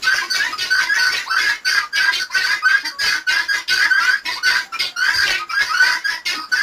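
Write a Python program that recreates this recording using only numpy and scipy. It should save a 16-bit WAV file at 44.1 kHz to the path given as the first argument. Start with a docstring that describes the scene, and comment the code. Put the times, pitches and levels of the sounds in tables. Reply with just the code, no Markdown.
"""A flock of guineafowl in a dirt pen: from the outset whistles near 1.5 kHz, as bending sines, overlap
hoarse squawks, rough partials and breath ringing a throat; wavering low harmonic stacks make hen clucks
and underlie some squawks. Sparse echoes follow each call; a breeze of filtered noise rumbles, strongest
at first, over a faint yard. Two-partial coos come near 2.9, 4.7 and 4.9 s. Just after 5.1 s the hand holding
the microphone shifts twice, as low resonant noise; the breeze sinks by 5.6 s, then rises again to the end."""
import sys
import numpy as np
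from scipy import signal
from scipy.fft import rfft, irfft
from scipy.io import wavfile

SR = 44100
rng = np.random.default_rng(int(sys.argv[2]) if len(sys.argv) > 2 else 0)


def to_wav(sig):
    """Store sig (one row per channel, or 1-D mono) as 16-bit WAV at the path in sys.argv[1].

    Samples outside -1..1 are clipped; the rate is SR.
    """
    pcm = np.clip(np.atleast_2d(sig), -1, 1) * 32767
    pcm = np.round(pcm).astype(np.int16)
    wavfile.write(sys.argv[1], SR, pcm.T)  # frames by channels


def natural_amplitude(level_db):
    """Convert a level in decibels to a linear amplitude factor, elementwise."""
    exponent = np.asarray(level_db, float) / 20
    return 10 ** exponent


N = 291942  # length [samples]


def evened(x):
    """Power normalisation: scales to rms 1."""
    return x / np.sqrt(np.mean(x ** 2) + 1e-20)


def add(mix, s, sound):
    """Superposition: sums a sound into the mix from second s."""
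    part = mix[round(s * SR):][:len(sound)]
    part += sound[:len(part)]


def coloured(x, points):
    """Linear filtering: multiplies the spectrum by a curve of dB over log frequency."""
    f, db = np.transpose(points)
    hz = np.fft.rfftfreq(x.shape[-1], 1 / SR)
    gain_db = np.interp(np.log(hz + 1), np.log(f + 1), db)
    return irfft(rfft(x) * natural_amplitude(gain_db), x.shape[-1])


def low_noise(size, hz):
    """Low-pass filtering: white noise with its fast changes above hz removed."""
    return signal.lfilter(*signal.butter(2, hz, fs=SR), rng.standard_normal(size))


def wobble(size, hz):
    """Random modulation: a drift of rms near 1 that changes up to hz times a second."""
    return evened(low_noise(16384, hz))[-size:].clip(-1.9, 1.9)


def resonate(x, hz, width):
    """Resonance: a moving peak of gain 1, its one-pole response applied twice for steep skirts."""
    turn = np.exp(2j * np.pi * np.cumsum(hz) / SR)
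    r = np.exp(-np.pi * width / SR)
    # shift the peak to 0 Hz, filter there, shift back
    return 2 * (turn * signal.lfilter([(1 - r) ** 2], [1, -2 * r, r * r], x / turn)).real


def edges(size, rise, fall):
    """Amplitude envelope: straight fades in and out, in seconds."""
    t = np.arange(size) / SR
    return np.clip(np.minimum(t / rise, t[::-1] / fall), 0, 1)


UPPER_FADE_DB = -6.5  # the upper partials are brightest at the start of a tone
NASAL_HZ, NASAL_DB = 1460, -14.5  # tones that start below this pitch have a strong second partial
# Bending whistles of the flock, and two short high tones near 2.35 kHz within squawks:
# (time [s], length [s], start pitch [Hz], end pitch [Hz], level [dB], upper partials [dB])
BENDING_TONES = [(0.035, 0.04, 1292, 1342, -30.5, -45), (0.062, 0.086, 1512, 1594, -21.5, -29),
                 (0.14, 0.072, 1553, 1684, -34, -35), (0.213, 0.047, 981, 1156, -33.5, -44),
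                 (0.297, 0.093, 1514, 1587, -34.5, -24), (0.385, 0.086, 1580, 1897, -25.5, -35.5),
                 (0.52, 0.032, 1278, 1243, -31.5, -38), (0.7, 0.12, 1500, 1564, -25.5, -27.5),
                 (0.885, 0.095, 1621, 1778, -24, -32.5), (0.965, 0.034, 1857, 1980, -26, -43),
                 (0.98, 0.13, 1500, 1500, -31.5, -25), (1.258, 0.042, 831, 1318, -40, -35.5),
                 (1.293, 0.07, 1305, 1368, -28, -35.5), (1.303, 0.1, 1526, 1554, -25, -30),
                 (1.41, 0.12, 1625, 1678, -30, -30.5), (1.645, 0.16, 1500, 1650, -29.5, -26),
                 (1.79, 0.065, 1250, 1174, -33, -61), (1.925, 0.082, 1596, 1701, -28, -34.5),
                 (1.995, 0.11, 1526, 1650, -21, -31.5), (2.19, 0.05, 1516, 1500, -36, -28),
                 (2.295, 0.039, 934, 1250, -42, -44), (2.34, 0.042, 1531, 1527, -24, -26.5),
                 (2.43, 0.13, 1490, 1732, -28.5, -28.5), (2.62, 0.049, 1225, 1310, -28.5, -42.5),
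                 (2.645, 0.13, 1498, 1668, -20, -32), (2.85, 0.059, 1572, 1545, -35, -29),
                 (2.985, 0.16, 1657, 1608, -31.5, -27), (3.09, 0.1, 1540, 1527, -34, -32.5),
                 (3.265, 0.16, 1481, 1729, -26.5, -33.5), (3.48, 0.088, 1610, 1657, -25.5, -30),
                 (3.695, 0.18, 1490, 1698, -29.5, -27), (3.9, 0.1, 1500, 1663, -19.5, -33.5),
                 (4.0, 0.079, 1323, 1526, -25, -54), (4.07, 0.091, 1462, 1709, -23, -34),
                 (4.355, 0.053, 890, 1356, -38, -62), (4.425, 0.18, 1484, 1608, -28.5, -27.5),
                 (4.72, 0.044, 1350, 1336, -30, -37.5), (4.732, 0.04, 2370, 2420, -34, -37.5),
                 (5.49, 0.051, 2364, 2286, -33, -50), (4.96, 0.16, 1400, 1697, -25.5, -29.5),
                 (5.135, 0.11, 1587, 1614, -27, -24.5), (5.39, 0.051, 1240, 1252, -33, -53),
                 (5.49, 0.067, 1238, 1442, -33, -40), (5.54, 0.092, 1576, 1724, -24, -34.5),
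                 (5.69, 0.068, 1220, 1397, -28, -40), (5.735, 0.11, 1440, 1530, -22.5, -29),
                 (5.8, 0.16, 1500, 1595, -30.5, -27), (6.04, 0.076, 1603, 1722, -25, -32),
                 (6.34, 0.13, 1254, 1268, -41, -42.5), (6.515, 0.042, 1513, 1500, -25.5, -27),
                 (6.565, 0.069, 1563, 1742, -27, -30)]


def bending_tone(length, start_hz, end_hz, db, third_db):
    """Frequency modulation: a near sine bends and roughens; pressed voices have strong, smeared upper partials."""
    size = round(length * SR)
    u = np.linspace(0, 1, size)
    pressed = np.clip(.5 + (third_db - db + 8) / 14, .15, 1)
    hoarse = pressed * (.3 + u)
    glide_hz = start_hz + (end_hz - start_hz) * u ** 1.1
    hz = glide_hz * (1 + 0.0211 * hoarse * wobble(size, hz=122))
    a = 2 * np.pi * np.cumsum(hz) / SR
    tremble = natural_amplitude(6.83 * hoarse * wobble(size, hz=108.3))
    flutter = np.cos(a / 4.9 + 2.0 * wobble(size, hz=45.4))  # a slower membrane cycle adds sidebands
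    smear = hoarse * (.5 * wobble(size, hz=200) + 1.2 * flutter)
    upper = np.sin(3 * a + smear) + natural_amplitude(7.5) * np.sin(4 * a + smear)
    upper = resonate(upper, np.full(size, 4750.), width=795)  # the beak favours one band
    upper *= natural_amplitude(third_db + UPPER_FADE_DB * (u - .5) + 4.2 * hoarse * wobble(size, hz=145))
    second_db = NASAL_DB if start_hz < NASAL_HZ else -21  # relative to the first partial
    second = natural_amplitude(second_db) * np.sin(2 * a + .5 * smear)
    tone = natural_amplitude(db) * tremble * (1 + .5 * u * flutter) * (np.sin(a) + second)
    return np.sqrt(2) * (tone + upper) * edges(size, 0.011, 0.019)


PULSE_HZ = 352  # nominal pitch, before drift
PUFF_DB, PUFF_HZ = -60, 160  # the low push of air under a squawk: level, low-pass corner
CHEST_DB = -49  # the lowest partial, before effort and wobble
# tilt of the beak bands at 0 dB effort [dB], and how much they regain per dB of lost effort
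TREBLE_DB, TREBLE_PER_DB = -18.5, 1.0239
# Throat resonances of a squawk: (centre [Hz], width per pole [Hz], level [dB], share of the beak tilt [0-1])
THROAT_RINGS = [(670, 620, -11, 0.21), (1500, 510, -4.5, 0.83), (1920, 630, 0.5, 0.67),
                (2474, 1210, -7.5, 0.37), (3970, 1800, -11.5, 0.041), (4750, 800, -1, 0.58),
                (5450, 1810, -7, 0.8)]
# Hoarse squawks of the flock: (time [s], rise [s], length [s], effort [dB])
SQUAWK_NOTES = [(0.022, 0.024, 0.099, -3.5), (0.11, 0.035, 0.24, -20), (0.33, 0.029, 0.23, -9.5),
                (0.577, 0.019, 0.16, -6), (0.78, 0.051, 0.14, -12), (0.93, 0.03, 0.33, -20),
                (1.1, 0.038, 0.19, -11), (1.36, 0.057, 0.25, -11), (1.65, 0.032, 0.24, -16.5),
                (1.945, 0.03, 0.19, -13), (2.113, 0.024, 0.13, -5), (2.296, 0.047, 0.15, -40),
                (2.34, 0.037, 0.3, -13.5), (2.68, 0.0077, 0.17, -15), (2.84, 0.035, 0.048, -14.5),
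                (2.995, 0.043, 0.24, -10), (3.275, 0.022, 0.21, -8.5), (3.52, 0.039, 0.13, -15.5),
                (3.677, 0.022, 0.13, -3), (3.76, 0.068, 0.2, -19), (3.96, 0.089, 0.26, -19.5),
                (4.25, 0.0069, 0.16, -9), (4.44, 0.033, 0.23, -10.5), (4.73, 0.018, 0.046, -24),
                (4.79, 0.0073, 0.12, -2.5), (4.99, 0.15, 0.28, -25), (5.2, 0.1, 0.24, -8),
                (5.495, 0.033, 0.067, -21), (5.58, 0.038, 0.24, -19), (5.76, 0.11, 0.31, -21.5),
                (6.06, 0.075, 0.16, -23), (6.252, 0.012, 0.15, -6), (6.52, 0.037, 0.21, -24.5)]


def squawk(rise, length, effort_db):
    """Source and filter: rattling partials and breath ring a throat that drops if hard, climbs if soft."""
    size = round(length * SR)
    t = np.arange(size) / SR
    hard = np.clip((.035 - rise) / .015, 0, 1)  # a quick rise is a hard start
    slow_drift = rng.uniform(-0.047, 0.16) + .04 * wobble(size, hz=12)
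    drift = 1 + (1.3 - hard) * slow_drift + 0.01595 * wobble(size, hz=159)
    turns = np.cumsum(PULSE_HZ * drift) / SR
    folds = np.zeros(size)
    for k in range(3, 20):
        folds += natural_amplitude(6.1 * wobble(size, hz=31.0)) * np.cos(2 * np.pi * (k * turns + rng.random()))
    breath = rng.standard_normal(size)
    drive = .8 * evened(folds) + .45 * breath
    drive *= natural_amplitude(2.5 * wobble(size, hz=130).clip(-3, 1.5))  # the rattle
    onset = hard * np.exp(-t / .025)
    mouth = 1 + 0.2 * onset + (1 - hard) * 0.058 * (t / length - .4)
    out = np.zeros(size)
    for k, (hz, width, db, treble) in enumerate(THROAT_RINGS):
        lean_db = treble * (TREBLE_DB - TREBLE_PER_DB * effort_db) + 2.5 * wobble(size, hz=12)
        lean_db -= 17 * onset * abs(np.log2(hz / 3000))  # a hard start first favours the bands near 3 kHz
        out += (-1) ** k * natural_amplitude(db + lean_db) * resonate(drive, hz * mouth, width)
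    out += natural_amplitude(PUFF_DB) * evened(low_noise(size, PUFF_HZ))
    out += natural_amplitude(CHEST_DB + 6.7 * wobble(size, hz=30)) * np.sin(2 * np.pi * turns)
    fade_db = -18 * np.clip((t - rise) / (length - rise), 0, 1) ** 0.81
    return natural_amplitude(effort_db + fade_db) * out * edges(size, rise, 0.077) ** (1 - .5 * hard)


# one throat resonance: its centre, the detuning that costs 6 dB, the most lost, the weak first partial
LOW_THROAT_HZ, LOW_DETUNE_HZ, LOW_LOSS_DB, LOW_FIRST_DB = 988, 42.7, 20.5, -15.5
# Low harmonic notes near 330 Hz: hen clucks, and the low partials under some squawks:
# (time [s], length [s], nominal pitch [Hz], level [dB])
LOW_NOTES = [(0.04, 0.25, 347.5, -49), (0.22, 0.039, 352, -36), (0.43, 0.071, 332.4, -44),
             (0.59, 0.15, 355, -51), (0.78, 0.1, 331.3, -46.5), (0.96, 0.098, 327, -47.5),
             (1.08, 0.12, 319, -50.5), (1.4, 0.042, 345, -41), (1.49, 0.058, 327.8, -45),
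             (2.05, 0.073, 336, -44), (2.46, 0.1, 333.3, -46.5), (2.83, 0.063, 309.1, -35),
             (3.04, 0.06, 335.6, -45.5), (3.14, 0.062, 314, -45.5), (3.3, 0.16, 327.6, -47.5),
             (3.54, 0.07, 332, -45), (3.69, 0.093, 352, -44), (3.84, 0.061, 326, -45),
             (3.98, 0.13, 335.5, -47), (4.25, 0.071, 336.3, -41.5), (4.5, 0.13, 330, -48.5),
             (5.08, 0.087, 331, -45.5), (5.2, 0.25, 352, -45.5), (5.6, 0.1, 328.5, -51.5),
             (5.82, 0.16, 329.6, -44.5), (6.08, 0.11, 328.6, -51.5), (6.26, 0.087, 352, -42.5),
             (6.34, 0.059, 301.7, -34.5), (6.55, 0.072, 335.4, -50)]


def low_note(length, hz, db):
    """Harmonic series: a wavering stack that favours partials near 1, 2 and 3.7 kHz."""
    size = round(length * SR)
    scoop = .1 * np.exp(-np.arange(size) / SR / .015)  # the pitch rises at the start
    pitch_hz = hz * (1 + .018 * wobble(size, hz=45) - scoop)
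    a = 2 * np.pi * np.cumsum(pitch_hz) / SR
    stack = np.sin(3 * a) + natural_amplitude(7.0) * np.sin(6 * a) + natural_amplitude(-8) * np.sin(11 * a)
    stack += natural_amplitude(-16) * (np.sin(2 * a) + np.sin(4 * a))
    detuning = (3 * hz - LOW_THROAT_HZ) / LOW_DETUNE_HZ
    third_db = db - min(6 * detuning ** 2, LOW_LOSS_DB)
    first = natural_amplitude(db + LOW_FIRST_DB + 4.5 * wobble(size, hz=35)) * np.sin(a)
    stack *= natural_amplitude(third_db + 5.8 * wobble(size, hz=51.6))
    return np.sqrt(2) * (first + stack) * edges(size, 0.0067, 0.0059)


# Soft coos of the hens: (time [s], length [s], pitch [Hz], first partial [dB], second partial [dB])
COO_NOTES = [(2.91, 0.091, 562, -61, -43.5), (4.65, 0.085, 783, -53, -67), (4.91, 0.095, 720, -54, -54)]


def coo(length, hz, db, second_db):
    """Additive synthesis: a short steady note of two harmonic partials."""
    size = round(length * SR)
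    a = 2 * np.pi * hz * np.arange(size) / SR
    return (natural_amplitude(db) * np.sin(a) + natural_amplitude(second_db) * np.sin(2 * a)) * edges(size, 0.014, 0.022)


def pen(x, t60=.16):
    """Reverberation by convolution: sparse echoes of random sign off sheet metal and posts, dying fast."""
    size = SR // 2
    taps = np.zeros(size)
    at = np.arange(200, size - 20, 20)
    taps[at + rng.integers(0, 20, len(at))] = rng.choice([-1., 1.], len(at))
    taps *= natural_amplitude(-60 * np.arange(size) / SR / t60)
    return signal.fftconvolve(x, taps / np.linalg.norm(taps))[:N]


THUMP_HZ, THUMP_WIDTH_HZ = 96, 82
# Shifts of the hand on the microphone case: (time [s], length [s], level before the fades [dB])
HAND_SHIFTS = [(5.141, 0.097, -51), (5.27, 0.078, -59)]


def thump(length, db):
    """Structure-borne sound: resonant noise gives a dull low rumble through the case."""
    size = round(length * SR)
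    rumble = resonate(rng.standard_normal(size), np.full(size, THUMP_HZ), THUMP_WIDTH_HZ)
    return natural_amplitude(db) * evened(rumble) * edges(size, 0.019, 0.049)


# Breeze strength, before its random lumps: (time [s], level [dB])
BREEZE_LEVEL = [(0, -46.5), (2.7, -56.5), (5.2, -54), (5.6, -61), (6.62, -53.5)]


def breeze():
    """Turbulence noise: lumpy low-frequency rumble of wind on the microphone port."""
    s, db = np.transpose(BREEZE_LEVEL)
    lumps = evened(low_noise(N, hz=9))
    level = natural_amplitude(np.interp(np.arange(N) / SR, s, db) + 5.5 * lumps.clip(-3, 1.8))
    rumble_curve = [(35, -30), (60, 3.0), (95, -27), (220, 0), (500, -2.5)]  # (Hz, dB)
    return level * evened(coloured(rng.standard_normal(N), rumble_curve))


YARD_DB = -57
# Spectrum of the far yard: (frequency [Hz], relative density [dB per Hz])
YARD_SPECTRUM = [(100, -12), (670, -5), (1590, 8), (2320, -10), (4560, -14), (7500, -35)]


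def far_yard():
    """Stationary ambient noise: white noise shaped to a fixed spectrum at a steady level."""
    return natural_amplitude(YARD_DB) * evened(coloured(rng.standard_normal(N), YARD_SPECTRUM))


def scene():
    """Superposition of the flock, its echoes, the far yard, the breeze and the hand."""
    flock = np.zeros(N)
    voices = (BENDING_TONES, bending_tone), (SQUAWK_NOTES, squawk), (LOW_NOTES, low_note), (COO_NOTES, coo)
    for table, voice in voices:
        for s, *note in table:
            add(flock, s, voice(*note))
    hand = np.zeros(N)
    for s, *shift in HAND_SHIFTS:
        add(hand, s, thump(*shift))
    echoes = natural_amplitude(-2.0) * pen(flock)
    return (flock + echoes + far_yard() + breeze() + hand)[None]


# Frequency response of the microphone: (frequency [Hz], gain [dB])
MICROPHONE_COLOUR = [(100, 12.5), (6300, 2), (7300, 5.5), (7750, 2.5), (7850, -36)]


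def microphone(x):
    """Frequency response: the microphone weights each frequency by a fixed gain."""
    return coloured(x, MICROPHONE_COLOUR)


# Copies of the band from about 4 kHz, higher up: (upward shift [Hz], level [dB])
SHIFTED_COPIES = [(3890, -24), (7780, -27.5)]


def shifted_treble(x):
    """Single-sideband modulation: the treble band repeats faintly at higher frequencies."""
    band = signal.hilbert(coloured(x, [(3700, -50), (3850, 3.0), (5000, 3.5), (7700, 19.0)]))
    t = np.arange(N) / SR
    return sum(natural_amplitude(db) * (band * np.exp(2j * np.pi * hz * t)).real for hz, db in SHIFTED_COPIES)


def top_cut(x):
    """Nothing passes above the cut-off."""
    return signal.sosfilt(signal.butter(12, 16480, fs=SR, output="sos"), x)


def record(dry):
    """Processing chain: a frequency response, fainter copies of the treble shifted upward, soft saturation."""
    x = microphone(dry)
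    x = x + shifted_treble(x)
    x = .75 * np.tanh(x / .75)  # soft overload
    return top_cut(x)


dry = scene()
out = record(dry)
to_wav(out)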